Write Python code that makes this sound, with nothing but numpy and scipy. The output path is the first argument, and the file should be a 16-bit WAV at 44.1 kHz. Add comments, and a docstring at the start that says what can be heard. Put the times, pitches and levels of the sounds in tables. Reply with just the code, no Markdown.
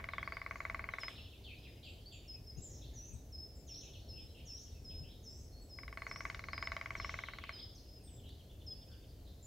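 """In quiet woodland, a small woodpecker drums two rolls on a dead trunk: each blow of the bill excites
the wood's damped modes, and claws and bill scratch the bark. A tit answers with thin, level whistles
and swooping notes while other birds chatter farther off, each note a frequency-modulated pure tone.
Scattering from the trees makes the birds reverberate over a low, distant rumble, a faint hiss
and a few soft puffs of wind."""
import sys
import numpy as np
from scipy import signal
from scipy.fft import rfft, irfft
from scipy.io import wavfile
from scipy.ndimage import uniform_filter1d

SR = 44100
rng = np.random.default_rng(int(sys.argv[2]) if len(sys.argv) > 2 else 0)


def persist_wave(psi):
    """Save psi, clipped to +-1, as 16-bit WAV."""
    counts = np.round(np.clip(psi, -1, 1) * 32767).astype(np.int16)
    wavfile.write(sys.argv[1], SR, np.atleast_2d(counts).T)


N = 417186


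def woodpecker(near_db=-13, near_t60=0.043, echo_db=-11, mode_vary_db=1.9, click_t60=0.017, spread=3.35):
    """Impact excitation: each blow rings the trunk's modes; nearby limbs, then the trees, reflect it."""
    # Modes of the trunk. Each row: frequency in Hz, bandwidth in Hz, relative level in dB.
    trunk = [(617, 112, -9.5), (663.4, 35, -4), (927, 28, -10), (1132, 167, 0), (1353, 130, -7),
             (1524, 245, -4), (1770, 85, -10), (2070, 170, 3), (2223, 186, 1.5), (2560, 86, -18)]
    # Spectrum of the bill's click. Each row: frequency in Hz, relative level in dB.
    click_spectrum = [(200, -49), (900, -51), (2500, -30.5), (3000, -20), (3300, -27.5), (4150, -22.5),
                      (4500, -28.5), (5200, -29.5), (6500, -40.5), (8500, -49), (15000, -70)]
    lead_s = .2  # the first roll is already under way
    lead = round(lead_s * SR)
    hz, t = np.fft.rfftfreq(4096, 1 / SR), np.arange(4096) / SR
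    direct, around = np.zeros((2, N + lead))
    # heard from all sides at once, the modes blur together
    broad_power = sum((amp(db) / (1 + (2 * (hz - f) / (spread * w)) ** 2)) ** 2 for f, w, db in trunk)
    blurred = minimum_phase(np.sqrt(broad_power / spread))
    # an all-pass delay: the main resonance takes a moment to build up
    build_up = np.exp(-2j * np.arctan(np.pi * 0.00033 * (hz - 2150)))
    bill = minimum_phase(amp(spectrum_at(click_spectrum, hz)))
    for s, blow_db, click_db in blows():
        power = sum((amp(db + mode_vary_db * rng.standard_normal()) / (1 + (2 * (hz - f) / w) ** 2)) ** 2
                    for f, w, db in trunk)
        knock = irfft(rfft(minimum_phase(np.sqrt(power))) * build_up)
        scuff = rng.standard_normal(len(t)) * amp(-60 * t / click_t60)
        click = amp(click_db - 2.2) * signal.fftconvolve(scuff / np.linalg.norm(scuff), bill)[:len(t)]
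        gain = amp(blow_db) / np.sqrt(np.mean((knock + click)[:220] ** 2))  # sets the first 5 ms rms
        add(direct, s + lead_s, gain * (knock + click))
        add(around, s + lead_s, gain * (blurred + click))
    limbs = rng.standard_normal((2, len(t))) * (t > .005) * amp(-60 * t / near_t60)
    limbs = limbs + 0.047 * limbs[::-1]  # both sides hear partly the same limbs
    near = signal.oaconvolve(around[None], limbs / np.linalg.norm(limbs[0]), axes=1)[:, :len(around)]
    return panned(direct + amp(near_db) * near + amp(echo_db) * forest(around), left_db=1.1)[:, lead:]


def blows(jitter_s=.0002, force_vary_db=1.3, click_vary_db=1.5):
    """A nearly periodic impulse train: the bill bounces at a beat that lengthens as the bird tires."""
    # Drum rolls. Each row: start, end, beat and lengthening of the last beat, all in seconds,
    # then the number of blows over which the bird tires.
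    rolls = [(-.0981, 1.1, .04652, .0021, 8), (5.7869, 7.51, .0466, .00808, 3)]
    # How hard and how squarely the bill strikes, one curve a roll.
    # Each row: time in seconds, level of the blow in dB, relative level of its click in dB.
    drives = [
        [(.04, -39.5, 5), (.2, -36.5, 0), (.42, -40, -2), (.51, -36, -6), (.555, -43.5, -1), (.62, -38.5, -6),
         (.73, -36, 2.5), (.83, -38.5, -9), (.93, -38.5, -1), (1.08, -39, 8)],
        [(5.785, -49, 6), (5.93, -45.5, 6), (6.06, -38.5, 1.5), (6.15, -42.5, 4), (6.255, -36.5, 4),
         (6.33, -40.5, 12), (6.42, -46, 8), (6.54, -38, 6.5), (7.08, -38, 4), (7.27, -41.5, -1),
         (7.42, -44, 13.5), (7.49, -41.5, 8)],
    ]
    strikes = []
    for (s, end, beat, slowing, tiring), drive in zip(rolls, drives):
        when, force, sharpness = np.transpose(drive)
        count = int((end - s - slowing * tiring) / beat) + 1
        for k, (late, harder, sharper) in enumerate(rng.standard_normal((count, 3))):
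            blow_db = np.interp(s, when, force) + force_vary_db * harder
            click_db = np.interp(s, when, sharpness) + click_vary_db * sharper
            strikes.append((s + jitter_s * late, blow_db, click_db))
            s += beat + slowing * np.exp((k + 2 - count) / tiring)
    return strikes


def bark_scratches(band_hz=(1500, 9000), echo_db=-20):
    """Friction: claws and bill catch on the bark in decaying bursts of grainy noise."""
    # Ticks and scratches. Each row: start in seconds, length in seconds, relative level in dB.
    scratches = [(0.991, 0.11, -67), (1.088, 0.13, -68), (8.291, 0.0044, -59), (8.544, 0.003, -75)]
    bursts = np.zeros(N)
    for s, length, db in scratches:
        t = np.arange(0, length, 1 / SR)
        grains = unit_rms(rng.standard_normal(len(t)) ** 3)
        add(bursts, s, amp(db) * 2 * grains * np.exp(-2 * t / length))
    direct = bandpass(bursts, band_hz)
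    return direct + amp(echo_db) * forest(direct)


def tit(drop_hz=750, settle_s=0.0073, warble_hz=35, whistle_echo_db=-7, swoop_echo_db=-4):
    """Frequency modulation: whistles drop onto a held pitch; swoops dip and climb back with a warble."""
    # Level whistles. Each row: start and length in seconds, pitch and rise in Hz, nominal level in dB.
    whistles = [(0.997, 0.09, 5100, 40, -52), (1.571, 0.11, 5020, -2, -63.5), (2.277, 0.084, 5095, 36, -53),
                (2.466, 0.048, 5100, -41, -54), (3.319, 0.15, 5146, 107, -53.5),
                (4.083, 0.13, 5193, 33, -53.5), (4.84, 0.16, 5105, 40, -54), (5.692, 0.15, 5084, 50, -57),
                (6.523, 0.15, 5010, 187, -53), (7.520, 0.13, 4986, 128, -53.5),
                (7.858, 0.13, 5100, 2, -61.5), (8.663, 0.077, 5060, 68, -50)]
    # Swooping notes. Each row: start in seconds, lowest pitch in Hz, depth factor, nominal level in dB.
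    swoops = [(2.933, 5760, 0.69, -52.5), (3.666, 5270, 1, -48.5), (4.45, 5220, 1, -50),
              (5.226, 5170, 1, -54), (6.061, 5180, 1, -54), (6.952, 5110, 0.84, -53.5)]
    # Course of one swoop. Each row: age in seconds, height above the lowest pitch in Hz at depth 1,
    # relative level in dB, warble depth in Hz.
    swoop_course = [(0, 1758, -15, -4), (.016, 883, -9.5, 3), (.036, 243, -5, 1), (0.061, 2.2, -1, 20),
                    (.08, 155, -6, 0), (.1, 397, -4.5, 101), (0.136, 904, -11, 241),
                    (0.177, 1538, -17, 221)]
    direct, scattered = np.zeros((2, N))
    for s, length, hz, rise, db in whistles:
        t = np.arange(0, length, 1 / SR)
        onset = np.exp(-t / settle_s)
        pitch = hz + drop_hz * onset + rise * (t / length) ** 2
        note = amp(db) * (1 - onset) ** 1.24 * syrinx(pitch, waver=0.005)
        add(direct, s, clear_path(db, near_db=-52) * note)
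        add(scattered, s, amp(whistle_echo_db) * note)
    age, *curves = np.transpose(swoop_course)
    t = np.arange(0, age[-1], 1 / SR)
    height, shape_db, warble = (uniform_filter1d(np.interp(t, age, curve), 300) for curve in curves)
    for s, hz, depth, db in swoops:
        pitch = hz + depth * height + warble * np.sin(2 * np.pi * warble_hz * t)
        note = amp(db + shape_db) * syrinx(pitch, waver=0.0053)
        add(direct, s, clear_path(db + shape_db, near_db=-56.5) * note)
        # the quiet, high ends of the note scatter most
        add(scattered, s, amp(swoop_echo_db - 0.45 * shape_db) * note)
    return direct + forest(scattered)


def small_birds(warble_hz=33, echo_db=-2):
    """Frequency sweeps: thin glides from the crowns, some warbled by a sinusoid, some repeated."""
    # High calls. Each row: start and length in seconds, first and last pitch in Hz,
    # nominal level in dB, warble depth in Hz.
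    thin_calls = [(0.105, 0.11, 3980, 3220, -63.5, 150), (.24, 0.029, 4200, 5000, -63, 0),
                  (0.319, 0.03, 4310, 5200, -60.5, 3), (.554, 0.061, 6820, 7000, -74, 305),
                  (0.905, .065, 4100, 3450, -67, 0), (1.848, .1, 7500, 7700, -75, 60),
                  (2.057, 0.028, 4360, 4823, -57.5, 0), (2.123, 0.052, 7100, 7050, -63.5, 320),
                  (2.568, 0.033, 6000, 7630, -60.5, -2), (2.619, 0.06, 7670, 6800, -55.5, 74),
                  (2.685, .11, 6350, 5660, -61.5, 653), (3.127, 0.027, 8900, 7600, -65, 0),
                  (3.553, .059, 7270, 7350, -71, 347), (5.291, 0.16, 7500, 7800, -72.5, 0),
                  (5.61, .05, 7900, 7620, -71, -2), (7.748, 0.043, 6800, 3930, -64.5, -2),
                  (8.032, 0.15, 8600, 7460, -67.5, 100), (9.425, 0.042, 7150, 7000, -61, 196)]
    # Evenly repeated rising calls. Each row: start, end, spacing and note length in seconds,
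    # first and last pitch in Hz, nominal level in dB.
    repeats = [(5.518, 6.6, .457, .11, 4274, 4446, -67.5), (8.739, 9.15, .168, 0.039, 4460, 4680, -71)]
    direct, scattered = np.zeros((2, N))
    repeated = [(s, *call, 0) for start, end, gap, *call in repeats for s in np.arange(start, end, gap)]
    for s, length, first, last, db, warble in thin_calls + repeated:
        t = np.arange(0, length, 1 / SR)
        pitch = glide(length, first, np.sqrt(first * last), last)
        note = amp(db) * syrinx(pitch + warble * np.sin(2 * np.pi * warble_hz * t), waver=0.01)
        add(direct, s, clear_path(db, near_db=-46, slope=0.15) * note)
        add(scattered, s, note)
    return direct + amp(echo_db) * forest(scattered)


def chatter(trill_hz=(4255, 3210, 2830), trill_note_s=0.029, sag_octaves=0.1017,
            direct_db=-5.5, scattered_db=2.7):
    """Random pitch modulation broadens trills and slurs into hoarse notes, half lost in their echoes."""
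    # Runs of falling notes. Each row: start, end and spacing in seconds, relative level and echo in dB.
    trills = [(1.001, 1.35, 0.078, -58.5, -1), (3.677, 3.99, 0.064, -60, -4.5),
              (7.013, 7.29, .08, -59.5, -3.5)]
    # Single slurs. Each row: start and length in seconds, middle pitch in Hz, sweep in octaves,
    # relative level in dB.
    slurs = [(1.438, 0.089, 2853, -.8, -57.5), (1.626, 0.056, 2705, -0.67, -61.5),
             (1.827, 0.065, 2958, -.7, -57), (2.112, 0.041, 2867, -0.52, -60.5),
             (2.811, 0.052, 3754, .23, -64.5), (4.156, 0.042, 2840, 0.083, -62),
             (4.344, 0.058, 2810, 0, -63), (4.89, 0.029, 2960, -0.54, -67.5),
             (5.032, 0.091, 3157, 0.66, -66.5), (7.413, .065, 2720, -0.54, -58.5),
             (7.579, 0.033, 3654, 0.69, -57.5), (8.228, .085, 3493, .6, -65),
             (8.882, 0.072, 1530, 0.041, -78.5), (9.25, 0.031, 3910, -0.16, -69)]
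    notes = []
    for start, end, gap, db, echo_db in trills:
        for s in np.arange(start, end, gap):
            detune = 1 + 0.029 * rng.standard_normal()
            notes.append((s, glide(trill_note_s, *trill_hz) * detune, db, echo_db))
    for s, length, hz, sweep, db in slurs:
        first, last = hz * 2 ** (sag_octaves - sweep / 2), hz * 2 ** (sag_octaves + sweep / 2)
        notes.append((s, glide(length, first, hz, last), db, -1.5))
    direct, scattered = np.zeros((2, N))
    for s, pitch, db, echo_db in notes:
        add(direct, s, amp(db) * syrinx(pitch, waver=0.0336, flutter_db=3))
        add(scattered, s, amp(db + echo_db) * syrinx(pitch, waver=0.1, flutter_db=3.5))
    return amp(direct_db) * direct + amp(scattered_db) * forest(scattered)


def yips(start_s=8.073, end_s=9.07, gap_s=.1055, note_s=0.0259, middle_hz=3430, db=-69.5, echo_db=-1):
    """Parabolic sweeps: an even run of short notes, each arching up and falling away."""
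    direct = np.zeros(N)
    for s in np.arange(start_s, end_s, gap_s):
        hz = middle_hz * (1 + 0.0296 * rng.standard_normal())
        add(direct, s, amp(db) * syrinx(glide(note_s, .9 * hz, hz, 0.74 * hz), waver=0.015))
    return direct + amp(echo_db) * forest(direct)


def far_chorus(notes_per_s=26, bend_share=0.454, note_s=.03):
    """The diffuse field: birds so far away that only the echoes of their quick slurs arrive."""
    # Distant phrases. Each row: start and end in seconds, lowest and highest pitch in Hz, level in dB.
    phrases = [(0, 0.999, 2990, 6260, -72.5), (1.047, 2.352, 2400, 4690, -71.5),
               (2.499, 3.148, 1688, 4650, -76), (3.678, 4.751, 2615, 4664, -71.5),
               (3.7, 5.105, 1416, 3180, -88), (4.148, 5.004, 7300, 8430, -82),
               (5.91, 6.302, 6970, 8900, -76.5), (6.2, 7.202, 4270, 7220, -71),
               (6.901, 7.625, 2390, 4460, -64), (7.751, 9.398, 2580, 5200, -78.5)]
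    scattered = np.zeros(N)
    for start, end, low_hz, high_hz, db in phrases:
        count = int((end - start) * notes_per_s) + 4
        note_gain = amp(db) * np.sqrt((end - start) / (count * note_s))
        for k, (when, height, slope) in enumerate(rng.random((count, 3))):
            hz = low_hz * (high_hz / low_hz) ** height
            bend = bend_share * (slope - .5) * hz
            note = syrinx(glide(note_s, hz + bend, hz, hz - bend), waver=0.0286)
            add(scattered, start + (end - start) * (k + when) / count, note_gain * note)
    return forest(scattered)


def syrinx(hz, waver, flutter_db=2, edge_s=.0035):
    """A bird's oscillator: a pure tone with slight random modulation of frequency and amplitude."""
    cycles = np.cumsum(hz * (1 + waver * wander(len(hz), size=90))) / SR
    envelope = signal.windows.tukey(len(hz), 2 * edge_s * SR / len(hz))
    flutter = amp(flutter_db * wander(len(hz), size=350))
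    return np.sqrt(2) * flutter * envelope * np.sin(2 * np.pi * cycles)


def clear_path(db, near_db, slope=0.7):
    """Attenuation of the direct path: fainter notes come from deeper among the branches."""
    return amp(slope * np.minimum(db - near_db, 0))


def forest(x, coherence=0.61, build_s=0.0067, near_db=7, near_t60=0.13):
    """Multiple scattering: a dense cluster from the nearest trunks, then each band dies at its rate."""
    # Reverberation of the wood. Each row: frequency in Hz, time to decay by 60 dB in seconds.
    decay_times = [(300, 0.97), (1200, 0.76), (2500, 0.39), (5000, 0.92), (8000, 0.39)]
    reflections = rng.standard_normal((2, SR)) * (rng.random((2, SR)) < .1)
    hz, t, spectra = signal.stft(reflections, SR, nperseg=256)
    t60 = spectrum_at(decay_times, hz)[:, None]
    decay = np.hypot(amp(-60 * t / t60), amp(near_db - 60 * t / near_t60))
    left, independent = signal.istft(spectra * decay * (1 - np.exp(-t / build_s)), SR, nperseg=256)[1]
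    tail = stereo_pair(left, independent, coherence) / np.linalg.norm(left)
    return signal.oaconvolve(x[None], tail, axes=1)[:, :len(x)]


def air(rumble_db=-53, hiss_db=-70.5, swell_top_hz=170, drift_db=1, lumps_db=0.2):
    """Spectrally shaped noise: a swelling, lumpy low rumble under a steady, faint hiss."""
    # Spectra of the rumble and the hiss. Each row: frequency in Hz, relative density in dB.
    rumble_spectrum = [(12, -47), (20, -23), (48, -2), (69, -1), (119, -8.5), (155, -17), (195, -17.5),
                       (298, -19), (375, -22), (413, -20), (441, -22), (675, -27), (1000, -40.5),
                       (1300, -58), (2200, -120)]
    hiss_spectrum = [(500, -20), (1000, 2.5), (2000, 1.5), (3500, 1.5), (6000, 3), (8800, -4),
                     (11000, -0.5), (16000, -0.5)]
    # Likeness of left and right. Each row: frequency in Hz, coherence from 0 to 1.
    likeness = [(30, 1), (100, 0.99), (200, 0.97), (600, 0.83), (1500, 0.36), (5000, 0.56), (15000, 0.47)]
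    # Slow swell of the rumble. Each row: time in seconds, relative level in dB.
    swell = [(0, -52), (1.6, -56), (2.9, -51.5), (3.7, -55.5), (4.9, -51), (5.4, -52.5), (5.7, -57),
             (6.2, -51.5), (8.1, -54.5), (9.4, -52)]
    hz, t = np.fft.rfftfreq(4096, 1 / SR)[:, None], np.arange(N // 1024 + 5) * 1024 / SR

    def noise(db):
        """Fourier synthesis of stereo noise at rms 1, shaped over frequency and time."""
        a, b, c, d = rng.standard_normal((4, len(hz), len(t)))
        spectra = stereo_pair(a + 1j * b, c + 1j * d, spectrum_at(likeness, hz))
        return unit_rms(signal.istft(spectra * amp(db), nperseg=4096, noverlap=3072)[1][:, :N])
    swell_db = np.interp(t, *np.transpose(swell)) + lumps_db * wander(len(t), size=3)
    low_swell_db = (swell_db - swell_db.mean()) / (1 + (hz / swell_top_hz) ** 2)
    rumble = noise(spectrum_at(rumble_spectrum, hz) + low_swell_db + drift_db * wander(len(t), size=5))
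    hiss = noise(spectrum_at(hiss_spectrum, hz))
    return panned(amp(rumble_db) * rumble, left_db=.5) + amp(hiss_db) * hiss


def breeze(band_hz=(35, 130)):
    """Turbulent pressure: short, low puffs of air strike one side of the microphone."""
    # Buffets of wind. Each row: start in seconds, length in seconds, peak level in dB before panning.
    buffets = [(2.544, 0.085, -47.5), (3.079, 0.13, -51.5), (4.196, 0.088, -53), (4.955, 0.13, -55)]
    turbulence = unit_rms(bandpass(rng.standard_normal(N), band_hz))
    envelope = np.zeros(N)
    for s, length, db in buffets:
        add(envelope, s, amp(db) * np.hanning(int(length * SR)))
    return panned(envelope * turbulence, left_db=9)


def glide(length, first, middle, last):
    """Quadratic interpolation: a pitch curve bent through three points."""
    t = np.arange(0, length, 1 / SR)
    return np.polyval(np.polyfit([0, .5, 1], [first, middle, last], 2), t / length)


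def minimum_phase(gain):
    """Causality: the impulse response whose phase follows from its log gain over frequency."""
    log_gain = np.log(np.r_[gain, gain[-2:0:-1]] + 1e-5)
    return np.fft.ifft(np.exp(np.conj(signal.hilbert(log_gain)))).real


def wander(count, size):
    """Moving averages smooth noise into a random curve of rms near 1."""
    noise = rng.standard_normal(count + 4 * size)
    return unit_rms(uniform_filter1d(uniform_filter1d(noise, size), size))[2 * size:][:count]


def bandpass(x, band_hz):
    """Filtering: attenuates what lies outside the band."""
    return signal.sosfilt(signal.butter(2, band_hz, "band", fs=SR, output="sos"), x)


def spectrum_at(points, hz):
    """Interpolation on a log-frequency axis."""
    f, value = np.transpose(points)
    return np.interp(np.log(hz + 1), np.log(f + 1), value)


def stereo_pair(left, independent, coherence):
    """Partial coherence: the right channel shares part of the left."""
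    return np.array([left, coherence * left + np.sqrt(1 - coherence ** 2) * independent])


def panned(x, left_db):
    """A level difference places a sound between the channels."""
    return x * amp([[left_db / 2], [-left_db / 2]])


def add(mix, s, sound):
    """Superposition: mixes a sound in at s seconds."""
    part = mix[max(round(s * SR), 0):][:len(sound)]
    part += sound[:len(part)]


def amp(db):
    """Decibels to amplitude ratio."""
    return 10 ** (np.asarray(db) / 20)


def unit_rms(x):
    """Normalisation to rms 1."""
    return x / np.sqrt(np.mean(x ** 2) + 1e-20)


def scene():
    """Superposition of all the birds and the air of the wood."""
    birds = woodpecker() + bark_scratches() + tit() + small_birds() + chatter() + yips() + far_chorus()
    return birds + air() + breeze()


def record(dry):
    """Band limiting: a steep low-pass filter at 15850 Hz."""
    return signal.oaconvolve(dry, signal.firwin(511, 15850, window=("kaiser", 9), fs=SR)[None], "same")


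dry = scene()
out = record(dry)
persist_wave(out)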